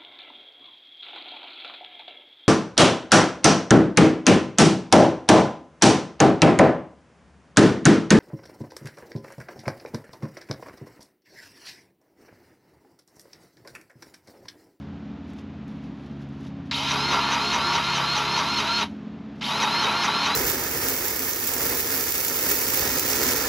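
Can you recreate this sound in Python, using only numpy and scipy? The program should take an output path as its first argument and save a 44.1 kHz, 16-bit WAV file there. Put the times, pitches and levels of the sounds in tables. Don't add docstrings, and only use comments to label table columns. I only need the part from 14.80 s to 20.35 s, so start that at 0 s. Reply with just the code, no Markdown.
import sys
import numpy as np
from scipy import signal
from scipy.fft import rfft, irfft, next_fast_len
from scipy.io import wavfile

SR = 44100
rng = np.random.default_rng(int(sys.argv[2]) if len(sys.argv) > 2 else 0)


def elevation(decibels):
    levels = np.asarray(decibels, float)
    return 10 ** (levels / 20)


def to_wav(s):
    ch = np.atleast_2d(s).T
    pcm = np.round(np.clip(ch, -1, 1) * 32767)
    wavfile.write(sys.argv[1], SR, pcm.astype(np.int16))


N = 244755

# (firing f/Hz if steady, line width f/Hz, [(firing order, level/dB rms)]); the smooth one's f is in its idle
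SMOOTH_ENGINE = (0.53, [(1, -52.5), (4, -44.5), (5, -58), (6, -60)])
ROUGH_ENGINE = (86.3, 1.72, [(1, -51.5), (1.2, -61), (2, -46.5), (2.61, -49.5), (3, -49), (4, -61.5)])
# (t/s, firing f/Hz, second order level/dB)
SMOOTH_IDLE = [(0.0, 70.0, -43), (0.45, 70.2, -52), (0.8, 70.43, -42.5), (1.2, 70.73, -48),
               (1.5, 69.3, -39), (1.85, 69.23, -44.5), (2.2, 69, -39), (2.75, 69.3, -47.5),
               (3.2, 69.4, -40), (3.9, 70, -47), (4.1, 70.47, -60), (4.7, 70.41, -43.5), (5.55, 70.7, -49)]
# (f/Hz, level/dB per Hz)
ENGINE_ROAR = [(15, -49), (25, -42), (65, -12.5), (163, -4), (217, 2), (283, -3), (341, -9.5), (493, -14.5),
               (659, -14.5), (3560, -30), (5880, -42.5), (7260, -48.5), (9210, -73), (11100, -69),
               (13700, -93)]
# (loudest t/s, level/dB, rise t/s, fall t/s)
RUBS = [(0.0, -67, .02, 0.11), (0.5, -65.5, 0.051, 0.11), (0.588, -58, .025, .03), (0.885, -66, .012, 0.15),
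        (1.058, -67, .08, .05), (1.26, -68.5, 0.23, .2), (1.42, -63.5, .04, .04), (1.55, -72, .15, .1),
        (1.672, -57.5, 0.081, 0.029), (1.862, -65, .012, .04), (4.1, -66, .03, 0.12),
        (4.564, -66, .015, .015), (4.6, -64, .04, .01)]
# (f/Hz, level/dB per Hz)
RUSTLE_COLOUR = [(1500, 1), (3000, 7.5), (6000, 1.5), (8000, -10.5), (11000, -9), (13800, -28)]
# (t/s, peak level/dB)
TICKS = [(0.1945, -56), (0.2994, -58), (0.5344, -36), (0.5844, -55.5), (0.8804, -38.5), (1.4156, -51),
         (1.4894, -44), (1.609, -41.5), (1.6694, -63), (1.8597, -61), (4.4294, -66)]
# (on t/s, off t/s, starting load 0-1)
TRIGGER = [
    (1.910, 4.02, 1),
    (4.607, 5.6, .95),
]
# (pressure build t/s, extra brush sparking level/dB, its fading t/s, rattle at first level/dB)
STARTS = [
    (0.29, 11, 0.058, -5.5),
    (0.082, 5.0, 0.68, -11),
]
# (t/s, pull on shaft f/Hz, grind level/dB, whine level/dB, pressure boom level/dB)
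STROKES = [(2.082, 134.3, 0.5, -33.5, -25), (2.296, 117.7, -3.5, -31.5, -24.5),
           (2.499, 123.8, 3.5, -34, -27), (2.709, 136.7, 5.5, -31, -27.5), (2.92, 136.8, 0.5, -32, -26),
           (3.132, 138.3, -2, -32, -27.5), (3.343, 136.3, -1, -31.5, -28.5), (3.554, 138.7, 0, -29.5, -26),
           (3.765, 142.8, 1, -29, -29.5), (3.975, 135.2, -4, -28, -28.5), (4.796, 130.1, 3, -34.5, -26),
           (5.005, 133.4, 2, -31, -24.5), (5.215, 136.6, 4.5, -34.5, -26),
           (5.427, 132.2, 3.5, -31.5, -26.5)]
# (multiple of shaft f, level/dB rms at free speed, loss/dB when slowed, roughness 0-1)
SHAFT_ORDERS = [(1, -42.5, 9, 0), (2, -46, -4.5, 0.04), (3, -41, 2, 0), (4, -34, 8.5, 0.08),
                (5, -42, 6, 0.12), (6, -46, 1, 0.7), (7, -45, 10, 0), (8, -47.5, -2, 0.5),
                (9, -60, -5, 0.3), (10, -49.5, -13, 0.6), (11, -46.5, -19, 0.5), (15, -40, 1.5, 0.4),
                (20, -56, -6, 0.7)]
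GEAR_LINES = [(1.29, -55.5, 2, 0.05), (2.29, -58.5, 7.5, 0.2), (2.7, -43, 0.5, 0.22), (3.3, -45, 6.5, 0.22),
              (3.701, -41.5, 7, .12), (4.29, -55.5, 5, 0), (4.59, -45, 5, 0)]
# (f/Hz, width f/Hz, level/dB)
HOUSING = [(417.4, 6.2, 6), (856, 17, -0.5), (942, 26.5, 3.5), (1146, 13, -1.5), (1362, 17, 0),
           (1545, 6.6, -2), (2133, 56, -10.5), (2518, 17, -3.5), (2790, 26, -11), (3070, 82, -4),
           (3805, 58, -1.5)]
# (f/Hz, level/dB per Hz)
GRIND = [(300, -18), (410, 3), (520, -8), (1000, 22), (2500, 10), (4000, -19.5), (6000, 16), (7500, -5.5),
         (11000, -21), (14000, -33)]
# (f/Hz, level/dB per Hz)
RATTLE = [(210, -38), (350, -19.5), (480, -18.5), (700, -17), (900, -11), (1150, -9), (1400, -11),
          (1670, -16), (2500, -6.5), (4100, -8.5), (4500, -12), (6160, -17.5), (8900, -40), (10900, -33),
          (13700, -53.5)]
# (t/s, peak level/dB)
KNOCKS = [
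    (1.9115, -15),
    (4.613, -30),
]
# (f/Hz, side minus mid level/dB)
SIDE_COLOUR = [(20, -7), (60, -24), (150, -55.5), (300, -33), (600, -35.5), (1400, -41.5), (3000, -37),
               (6000, -31.5), (9000, -21), (14000, -1.5)]

FREE_HZ = 365.5


def rms_one(x):
    return x / np.sqrt(np.mean(x ** 2) + 1e-20)


def in_time(rows):
    s, *columns = np.transpose(rows)
    return [np.interp(np.arange(N) / SR, s, c) for c in columns]


def colour(x, points):
    size = next_fast_len(N + 8192)
    hz = np.arange(size // 2 + 1) * SR / size + 1
    at, level_db = np.transpose(points)
    gain = elevation(np.interp(np.log(hz), np.log(at), level_db, left=-70, right=-70))
    return irfft(rfft(x, size) * gain, size)[:N]


def drift(rate_hz):
    r = np.exp(-32 * np.pi * rate_hz / SR)
    chance = rng.standard_normal(N // 16 + 3002)
    slow = signal.lfilter([1], [1, -2 * r, r * r], chance)[3000:]
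    return np.interp(np.arange(N) / 16, np.arange(len(slow)), rms_one(slow - slow.mean()))


def filtered(x, order, edge_hz, kind="low"):
    return signal.sosfilt(signal.butter(order, edge_hz, kind, fs=SR, output="sos"), x)


def resonance(x, hz, width_hz):
    r = np.exp(-np.pi * width_hz / SR)
    poles = [1, -2 * r * np.cos(2 * np.pi * hz / SR), r * r]
    return signal.lfilter([(1 - r * r) / 2, 0, (r * r - 1) / 2], poles, x)


def tone(phase, rough, spread_hz):
    rough = np.clip(rough, 0, 1)
    smear = (drift(spread_hz) + 1j * drift(spread_hz)) / np.sqrt(2)
    start = np.exp(2j * np.pi * rng.random())
    wobble = np.sqrt(1 - rough) * start + np.sqrt(rough) * smear
    return np.sqrt(2) * np.real(wobble * np.exp(1j * phase))


def firing_phase(firing_hz, wander):
    return 2 * np.pi * np.cumsum(firing_hz * (1 + wander * drift(1.71))) / SR


def engine(phase, wander_hz, orders, rough):
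    return sum(elevation(level_db) * tone(k * phase, rough, wander_hz * np.sqrt(k)) for k, level_db in orders)


def smooth_engine():
    firing_hz, second_db = in_time(SMOOTH_IDLE)
    third_db = -41.5 - 3 * np.abs(firing_hz - 70.2) + 0.91 * drift(8.6)
    wander_hz, orders = SMOOTH_ENGINE
    phase = firing_phase(firing_hz, wander=.0008)
    steady = engine(phase, wander_hz, orders, rough=0.24)
    return steady + engine(phase, wander_hz, [(2, second_db), (3, third_db)], rough=.05)


def rough_engine():
    firing_hz, wander_hz, orders = ROUGH_ENGINE
    return engine(firing_phase(firing_hz, wander=.0031), wander_hz, orders, rough=.4)


def engine_roar():
    roar = rms_one(colour(rng.standard_normal(N), ENGINE_ROAR))
    return elevation(-42.5 + 0.35 * drift(41)) * roar


def rubbing():
    t = np.arange(N) / SR
    edge_db, rest_db = 12, -81
    movements = []
    for s, level_db, rise_s, fall_s in RUBS:
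        away = np.where(t < s, (s - t) / rise_s, (t - s) / fall_s)
        movements.append(level_db - edge_db * away)
    return elevation(np.maximum(np.max(movements, axis=0), rest_db))


def hand_rustle():
    grains = rng.standard_normal(N) * elevation(2.6 * drift(150))
    return elevation(4.0) * rubbing() * rms_one(colour(grains, RUSTLE_COLOUR))


def hand_ticks():
    ticks = np.zeros(N)
    for s, peak_db in TICKS:
        i = round(s * SR)
        ticks[i:i + 500] = elevation(peak_db - 12) * np.exp(-np.arange(500) / 110) * rng.standard_normal(500)
    return filtered(ticks, 2, [2500, 9000], "band")


def motor_motion():
    inrush_hz, inrush_s, brake_hz = 338, .0307, 500
    stroke_s, inertia_s = .0671, .082
    t = np.arange(N) / SR
    drive, load, grind = np.zeros(N), np.zeros(N), np.zeros(N)
    for on, off, starting in TRIGGER:
        since = np.clip(t - on, 0, None)
        powered = (t > on) & (t < off)
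        drive += powered * (FREE_HZ + inrush_hz * np.exp(-since / inrush_s))
        drive -= brake_hz * ((t >= off) & (t < off + .05))
        load += starting * powered * np.exp(-(since / .12) ** 2)
    for s, pull_hz, grind_db, *_ in STROKES:
        push = np.clip((t - s) / stroke_s, 0, 1)
        drive -= pull_hz * np.sin(np.pi * push)
        bite = np.sin(np.pi * push ** 1.12)
        load += bite
        grind += elevation(grind_db) * bite ** 2
    r = np.exp(-1 / (inertia_s * SR))
    return np.clip(signal.lfilter([1 - r], [1, -r], drive), 0, None), load, grind


def swell(lift_db, delay_s, length_s):
    t = np.arange(N) / SR
    return lift_db * sum(np.sin(np.pi * np.clip((t - row[0] - delay_s) / length_s, 0, 1)) ** 2
                         for row in STROKES)


def gun_levels():
    t = np.arange(N) / SR
    silent_db = -110.
    levels = np.full((3, N), silent_db)
    pressure_db = in_time(STROKES)[3]
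    for (on, off, _), (build_s, spark_db, spark_s, first_db) in zip(TRIGGER, STARTS):
        since = np.clip(t - on, 0, None)
        slack_db = -7 * np.exp(-(since / build_s) ** 4)
        boom = pressure_db + swell(4.5, delay_s=-0.017, length_s=0.15) + slack_db
        rattle = -28 + swell(3.85, delay_s=-0.018, length_s=0.1)
        hiss = -54.5 + swell(2.8, delay_s=-.02, length_s=.17)
        hiss += (-18 - spark_db) * np.exp(-(since / 0.028) ** 2)
        hiss += spark_db * np.exp(-since / spark_s)
        start_db = first_db * np.exp(-since / 0.01) - 40 * np.exp(-(since / .002) ** 2)
        brake_db = 480 * np.clip(t - off - 0.014, 0, None)
        sounding = np.array([boom, rattle, hiss]) + start_db - brake_db
        levels = np.where(t >= on, np.maximum(sounding, silent_db), levels)
    return levels


def housing(x, lift_db):
    return x + sum(elevation(lift_db + level_db) * resonance(x, hz, width_hz) for hz, width_hz, level_db in HOUSING)


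def take_up_knocks():
    knocks = np.zeros(N)
    for s, peak_db in KNOCKS:
        i = round(s * SR)
        knocks[i:i + 4000] = elevation(peak_db + 5) * np.exp(-np.arange(4000) / 700) * rng.standard_normal(4000)
    thud = resonance(resonance(knocks, 1300, 2500), 1800, 4000)
    return filtered(resonance(knocks, 3850, 300) + 0.35 * thud, 4, 6500)


def gear_rattle(phase, low_db, bright_db, hiss_db):
    contacts = rng.standard_normal(N) * elevation(1.14 * drift(200) + 1.03 * np.cos(phase))
    body = housing(colour(contacts, RATTLE), lift_db=5.5)
    boom = elevation(low_db - 2.33 + 0.72 * drift(6.7)) * rms_one(filtered(body, 3, 1700))
    bright = elevation(bright_db - 1.0) * rms_one(filtered(body, 3, [1700, 9000], "band"))
    hiss = elevation(hiss_db + 1.0) * rms_one(filtered(body, 6, 9000, "high"))
    return boom + bright + hiss


def whine(shaft_hz, phase, load):
    commutator_bars, pinion_teeth = 12, 18
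    t = np.arange(N) / SR
    slowing = np.clip((FREE_HZ - shaft_hz) / 50, 0, 6)
    spin_up_db = 12 * np.clip(slowing - 1.2, 0, None)
    stroke_loss_db = np.where(t < TRIGGER[1][0], 14, 3)
    fade_db = spin_up_db + stroke_loss_db * slowing ** 1.5
    bars_db = in_time(STROKES)[2] + 1.5 - fade_db - 2.0 * load + 1.4 * drift(25)
    commutator = elevation(bars_db) * tone(commutator_bars * phase, rough=.08, spread_hz=26)
    orders = 0
    for order, free_db, loss_db, rough in SHAFT_ORDERS + GEAR_LINES:
        level_db = free_db - max(loss_db, 0) * slowing + 2.7 * drift(9.7)
        orders += elevation(level_db) * tone(order * phase, rough, spread_hz=12 + 5.5 * order)
    orders = elevation(-1 - spin_up_db) * housing(orders, lift_db=-7)
    pinion_db = -56 + 19 * np.clip(load, 0, 1)
    pinion = elevation(pinion_db) * tone(pinion_teeth * phase, rough=.65, spread_hz=140)
    return commutator + orders + pinion + elevation(11) * resonance(pinion, 3850, 350)


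def tooth_grind(grind):
    scrape = rng.standard_normal(N) * elevation(0.65 * drift(340))
    return elevation(-32.5) * grind * rms_one(colour(scrape, GRIND))


def grease_gun():
    shaft_hz, load, grind = motor_motion()
    phase = 2 * np.pi * np.cumsum(shaft_hz) / SR
    low_db, bright_db, hiss_db = gun_levels()
    running = np.clip(elevation(bright_db + 33), 0, 1) * np.clip(shaft_hz / 100, 0, 1)
    driven = running * (whine(shaft_hz, phase, load) + tooth_grind(grind))
    return driven + gear_rattle(phase, low_db, bright_db, hiss_db) + take_up_knocks()


def scene():
    engines = smooth_engine() + rough_engine() + engine_roar()
    mid = engines + hand_rustle() + hand_ticks() + grease_gun()
    side = colour(mid, SIDE_COLOUR) * drift(30)
    return np.array([mid + side, mid - side])


def roll_off(x):
    return signal.sosfilt(signal.butter(12, 13830, fs=SR, output="sos"), x)


def record(dry):
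    notch_hz, notch_width_hz = 9000, 1840
    notched = signal.lfilter(*signal.iirnotch(notch_hz, notch_hz / notch_width_hz, fs=SR), dry)
    treble = signal.sosfiltfilt(signal.butter(2, 9000, "high", fs=SR, output="sos"), notched)
    mix = notched + .045 * treble * [[-1], [1]]
    return roll_off(mix)


dry = scene()
out = record(dry)
to_wav(out)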